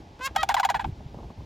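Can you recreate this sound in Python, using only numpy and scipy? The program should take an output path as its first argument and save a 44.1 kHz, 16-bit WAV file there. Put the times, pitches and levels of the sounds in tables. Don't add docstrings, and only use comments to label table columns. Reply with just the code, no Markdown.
import sys
import numpy as np
from scipy import signal
from scipy.fft import rfft, irfft, next_fast_len
from scipy.io import wavfile

SR = 44100
rng = np.random.default_rng(int(sys.argv[2]) if len(sys.argv) > 2 else 0)


def master_out(mix):
    frames = np.transpose(np.atleast_2d(mix))
    ceiling = np.clip(frames, -1, 1)
    pcm = np.round(ceiling * 32767).astype(np.int16)
    wavfile.write(sys.argv[1], SR, pcm)


N = 63945
TIME = np.arange(N) / SR
FFT_SIZE = 2 * next_fast_len(N)
FFT_HZ = np.fft.rfftfreq(FFT_SIZE, 1 / SR)
CUTOFF_HZ = 16800
LEFT_MINUS_RIGHT = np.array([[1], [-1]])


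def from_db(db):
    return 10 ** (np.asarray(db) / 20)


def rms_one(x):
    return x / np.sqrt(np.mean(x ** 2) + 1e-20)


def at_hz(points, hz):
    row_hz, value = np.transpose(points)
    return np.interp(np.log(np.maximum(hz, 1)), np.log(row_hz), value)


def colour(x, points):
    cepstrum = irfft(np.log(from_db(at_hz(points, FFT_HZ))))
    cepstrum[1:FFT_SIZE // 2] *= 2
    cepstrum[FFT_SIZE // 2 + 1:] = 0
    return irfft(rfft(x, FFT_SIZE) * np.exp(rfft(cepstrum)))[..., :N]


def noise(points):
    return rms_one(colour(rng.standard_normal(N), points))


def drift(rate_hz):
    lowpass = signal.butter(2, rate_hz, fs=SR, output="sos")
    return rms_one(signal.sosfilt(lowpass, rng.standard_normal(N)))


def hiss():
    # frequency_hz, gain_db
    middle_timbre = [(30, -7), (400, -0.5), (850, 4), (1300, -13), (2000, -10.5), (3300, -11), (5500, -16),
                     (8000, -27), (16000, -42)]
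    # frequency_hz, gain_db
    side_timbre = [(30, -34), (150, -21), (400, -24.5), (850, -1), (1300, -4), (3300, -29), (8000, -41),
                   (16000, -18)]
    return from_db(-56.5) * noise(middle_timbre) + from_db(-62.5) * noise(side_timbre) * LEFT_MINUS_RIGHT


def wind(bump_attack_s=0.0019, bump_decay_s=0.0066):
    # time_s, level_db
    gusts = [(0, -41.5), (.035, -48), (.29, -51.5), (.314, -46.5), (.40, -44.5), (.55, -47.5), (.65, -54.5),
             (.766, -41.5), (.81, -50), (.868, -33.5), (.93, -48), (.98, -44), (1.07, -46.5), (1.12, -44.5),
             (1.32, -43), (1.348, -55), (1.384, -42.5), (1.45, -45)]
    # frequency_hz, gain_db
    rumble_timbre = [(20, -22), (40, -5), (65, 2.5), (120, -7.5), (220, -12.5), (400, -17.5), (800, -46.5),
                     (1500, -42), (4000, -54.5)]
    # start_s, level_db
    bumps = [(.198, -40.5), (0.309, -40), (1.004, -42.5), (1.144, -33.5), (1.173, -40.5), (1.187, -36.5),
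             (1.2, -43), (1.229, -38), (1.242, -40), (1.302, -37.5), (1.377, -47), (1.405, -39.5)]
    # frequency_hz, gain_db
    bump_timbre = [(40, -28), (200, 3), (450, -2), (950, -4.5), (1400, -26.5), (2500, -46), (8000, -48)]
    rumble = from_db(np.interp(TIME, *np.transpose(gusts))) * noise(rumble_timbre)
    bump_gain = np.zeros(N)
    for start_s, level_db in bumps:
        t = TIME - start_s
        attack = np.clip(t / bump_attack_s, 0, 1)
        bump_gain += from_db(level_db) * attack * np.exp(-abs(t) / bump_decay_s)
    return rumble + bump_gain * noise(bump_timbre)


def thuds(width_cycles=0.47):
    # peak_s, level_db, pitch_hz
    hits = [(0.862, -28, 216), (0.876, -26, 137), (0.896, -24, 114.5), (0.928, -29, 73), (1.012, -38, 155),
            (1.0640, -28, 100), (1.173, -33, 152), (1.2530, -36, 126), (1.39, -32, 68.6)]
    out = np.zeros(N)
    for peak_s, level_db, pitch_hz in hits:
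        cycles = (TIME - peak_s) * pitch_hz
        out += from_db(level_db) * np.exp(-(cycles / width_cycles) ** 2) * np.cos(2 * np.pi * cycles)
    return out


def microphone_ports(x):
    # frequency_hz, lead_radians
    phase_lead = [(20, 0), (600, .05), (730, .2), (790, .65), (865, 1.7), (905, 1.3), (950, .15),
                  (1060, -.27), (1400, -.03), (2100, -.03), (2480, .6), (3000, .25), (4200, .03),
                  (7300, -.1), (9000, -3.1), (11000, -5.9), (13300, -9.4), (15400, -12.4)]
    shift = np.exp(.5j * at_hz(phase_lead, FFT_HZ) * LEFT_MINUS_RIGHT)
    return irfft(rfft(x, FFT_SIZE) * shift)[:, :N]


def foliage_echo(x, fade_s):
    # frequency_hz, gain_db
    timbre = [(300, -24), (800, -9), (1400, 0), (3300, 0), (7000, -6), (16000, -10)]
    t = TIME[:N // 2]
    tail = rng.standard_normal(len(t)) * from_db(-60 * t / fade_s)
    tail /= np.sqrt(np.sum(tail ** 2))
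    return colour(signal.fftconvolve(x, tail)[:N], timbre)


def voice(pitch_hz, gain, timbre, roughness, brightness=0, jitter=0.16, breath_db=-6.5):
    # frequency_hz, gain_db
    breath_timbre = [(400, -34.5), (750, -5), (1100, -2.5), (1600, 8.5), (2400, -14.5), (3400, 2.5),
                     (4500, -21.5), (7500, -15), (16000, -20.5)]
    on = gain > 0
    roughness = np.clip(roughness, 0, 1)
    wobbly_hz = pitch_hz * (1 + jitter * roughness * drift(rate_hz=595))
    phase = 2 * np.pi * np.cumsum(wobbly_hz[on]) / SR
    harmonic = np.arange(1, 2 + CUTOFF_HZ // pitch_hz[on].min())[:, None]
    harmonic_hz = harmonic * pitch_hz[on]
    tilt_db = (brightness * on)[on] * np.log2(harmonic)
    strengths = from_db(at_hz(timbre, harmonic_hz) + tilt_db) * (harmonic_hz < CUTOFF_HZ)
    tone = np.sum(strengths * np.cos(harmonic * phase), axis=0)
    tone /= np.sqrt(np.sum(strengths ** 2, axis=0) / 2)
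    puffs = (roughness * noise(breath_timbre))[on] * (1 + np.cos(phase))
    out = np.zeros(N)
    out[on] = gain[on] * (tone + from_db(breath_db) * puffs)
    return out


def held_note(curve, timbre):
    times, *columns = np.transpose(curve)
    pitch_hz, level_db, brightness, roughness = [np.interp(TIME, times, column) for column in columns]
    gain = from_db(level_db) * (TIME > times[0]) * (TIME < times[-1])
    return voice(pitch_hz, gain, timbre, roughness, brightness)


def answering_note():
    # time_s, pitch_hz, level_db, brightness_db_per_octave, roughness (0 is clear)
    curve = [(.352, 603.3, -44, -14, 0.63), (.373, 623.5, -33.5, -1.5, 0.17), (.382, 629.4, -34, 8, .08),
             (.394, 641, -28, -0.5, 0.07), (.412, 640, -29.5, 5, 0.06), (.426, 626.6, -31, -4, 0.2),
             (.436, 582, -48, 20, 0.2)]
    # frequency_hz, gain_db
    timbre = [(635, -14), (1270, -2.5), (1900, -7), (2550, -19.5), (3180, -13), (3800, -18.5),
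              (5000, -32.5), (7000, -43), (16000, -56)]
    return held_note(curve, timbre)


def yelps(attack_s=0.00233, hold_s=0.027, release_s=0.013, fade_db_per_s=362, sag_hz_per_s=2600):
    # start_s, pitch_hz, level_db, roughness (0 is clear), break_after_s
    calls = [(0.4966, 1011, -19.5, 0.31, 0.01), (0.5655, 1015, -18.5, 0.17, 0.0122),
             (.6302, 1011, -19, 0.17, .012), (.6885, 1004, -19.5, 0.22, 0.012),
             (0.7427, 996, -22, 0.31, 0.0081), (.7935, 982, -27, 0.31, 0.012)]
    # frequency_hz, gain_db
    timbre = [(700, 7), (1000, -3), (1650, -7.5), (2000, -12), (2600, -23), (3300, -21), (4100, -24),
              (5200, -31.5), (8000, -45), (16000, -51)]
    # frequency_hz, gain_db
    low_cut = [(350, -15.5), (520, -8), (700, -1), (16000, -2)]
    break_drop_hz, break_s, break_roughness = 109.4, 0.0016, 0.28
    out = np.zeros(N)
    for start_s, pitch_hz, level_db, roughness, break_after_s in calls:
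        t = np.clip(TIME - start_s, 0, hold_s + release_s)
        release = 1 - (TIME - start_s - hold_s) / release_s
        gate = np.clip(np.minimum(t / attack_s, release), 0, 1)
        gain = gate * from_db(level_db - fade_db_per_s * t)
        broken = .5 + .5 * np.tanh((t - break_after_s) / break_s)
        falling_hz = pitch_hz - sag_hz_per_s * t - break_drop_hz * broken
        out += voice(falling_hz, gain, timbre, roughness + break_roughness * broken)
    return colour(out, low_cut)


def opening_note():
    # time_s, pitch_hz, level_db, brightness_db_per_octave, roughness (0 is clear)
    curve = [(.193, 481, -47.5, -6, 0.6), (.204, 486, -53, -1, 0.26), (.211, 500.8, -36.5, -4, 0.17),
             (.235, 521.3, -35, 1, 0.01), (.262, 543.6, -27, 4.5, 0.08), (.269, 548.5, -30, 2, 0.06),
             (.277, 519, -31.5, -1, 0.54), (.283, 494, -44, -4, 0.9), (.305, 497, -64.5, -12, 1.1)]
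    # frequency_hz, gain_db
    timbre = [(520, -12.5), (1060, 2), (1600, -2), (2150, -8), (2700, -7), (3800, -15.5), (7500, -22.5),
              (16000, -29.5)]
    return held_note(curve, timbre)


def throat_tone(start_s, level_db, pitch_hz, peak_s=0.00477, width_s=0.0027, sag_hz_per_s=15500):
    murmur_db, murmur_s = -28, 0.017
    echo_s, echo_db = 0.0083, -9
    age = TIME - start_s
    murmur_gain = from_db(level_db + murmur_db) * np.exp(-(age / murmur_s) ** 2)
    out = murmur_gain * np.cos(2 * np.pi * pitch_hz * (age - peak_s))
    for trip in range(3):
        t = age - peak_s - trip * echo_s
        swell = from_db(level_db + trip * echo_db) * np.exp(-(t / width_s) ** 2)
        tone = np.cos(2 * np.pi * (pitch_hz - sag_hz_per_s * t / 2) * t)
        out += (-1) ** trip * swell * tone
    return out


def snap(start_s, slap_delay_s, pulses=5, gap_s=.00118, slowing=.02, loss_db=4.5, slap_db=-4):
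    rasp_db, rasp_lead_s, rasp_attack_s, rasp_decay_s = -16, 0.0015, 0.0017, .006
    pulse = np.arange(pulses)
    delays_s = gap_s * pulse * (1 + slowing * pulse * rng.normal(1, 0.24, pulses))
    times = start_s + np.append(delays_s, slap_delay_s)
    pulse_db = -loss_db * abs(pulse - 1)
    levels_db = np.append(pulse_db, slap_db) + rng.normal(0, 1, pulses + 1)
    t = TIME - start_s
    rasp_shape = np.clip((t + rasp_lead_s) / rasp_attack_s, 0, 1) * np.exp(-abs(t) / rasp_decay_s)
    out = from_db(rasp_db) * rasp_shape * rng.standard_normal(N)
    out[(times * SR).astype(int)] += from_db(levels_db)
    return out


def rattle(dull_db_per_octave=10.5, snap_mix_db=-6):
    # start_s, throat_db, throat_hz, snap_db, dull_above_hz, slap_delay_s
    knocks = [(.3616, -15.5, 820, 0, 14900, 0.0048), (.4309, -14.5, 814, -1, 15100, 0.008),
              (.4899, -15.5, 812, -0.5, 15000, .0092), (.5430, -13.5, 824, 1, 14500, 0.0075),
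              (.5979, -14.5, 827, -2, 14000, .0093), (.6497, -13.5, 828, 0, 15600, .0078),
              (.7003, -20.5, 745, -2, 12800, .0057), (.7460, -21, 795, -7.5, 2600, 0.0069),
              (.7950, -20.5, 915, -11, 2700, 0.012), (.8440, -22, 855, -7, 2220, 0.0097)]
    # frequency_hz, gain_db
    snap_timbre = [(200, -34), (500, -14), (800, 12), (1100, 8.5), (1350, 8.5), (1600, 11), (1800, -5),
                   (2150, 4.5), (2550, 2.5), (2950, 2.5), (3350, 7.5), (3800, -2), (4400, -3), (7000, -5),
                   (11000, -8.5), (16000, -8)]
    snaps, throat = np.zeros(N), np.zeros(N)
    for start_s, throat_db, throat_hz, snap_db, dull_above_hz, slap_delay_s in knocks:
        dulling = [(dull_above_hz * 2 ** octave, -dull_db_per_octave * octave) for octave in range(3)]
        snaps += from_db(snap_db) * colour(snap(start_s, slap_delay_s), dulling)
        throat += throat_tone(start_s, throat_db, throat_hz)
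    return throat + from_db(snap_mix_db) * colour(snaps, snap_timbre)


def scene():
    cranes = opening_note() + rattle() + answering_note() + yelps()
    leaves = from_db(-14) * foliage_echo(cranes, fade_s=.045)
    trees = from_db(-26) * foliage_echo(cranes, fade_s=.4)
    background = hiss() + wind() + thuds()
    return microphone_ports(cranes + leaves + trees) + background


def record(dry):
    # frequency_hz, gain_db
    response = [(20, 1), (7600, 1.5), (8400, -2.5), (9000, -7), (9900, -0.5), (11500, -1.5), (13200, -5),
                (14400, -3.5), (15500, -5), (16500, -18)]
    lowpass = signal.cheby2(14, 60, CUTOFF_HZ + 400, fs=SR, output="sos")
    return signal.sosfilt(lowpass, colour(dry, response))


dry = scene()
out = record(dry)
master_out(out)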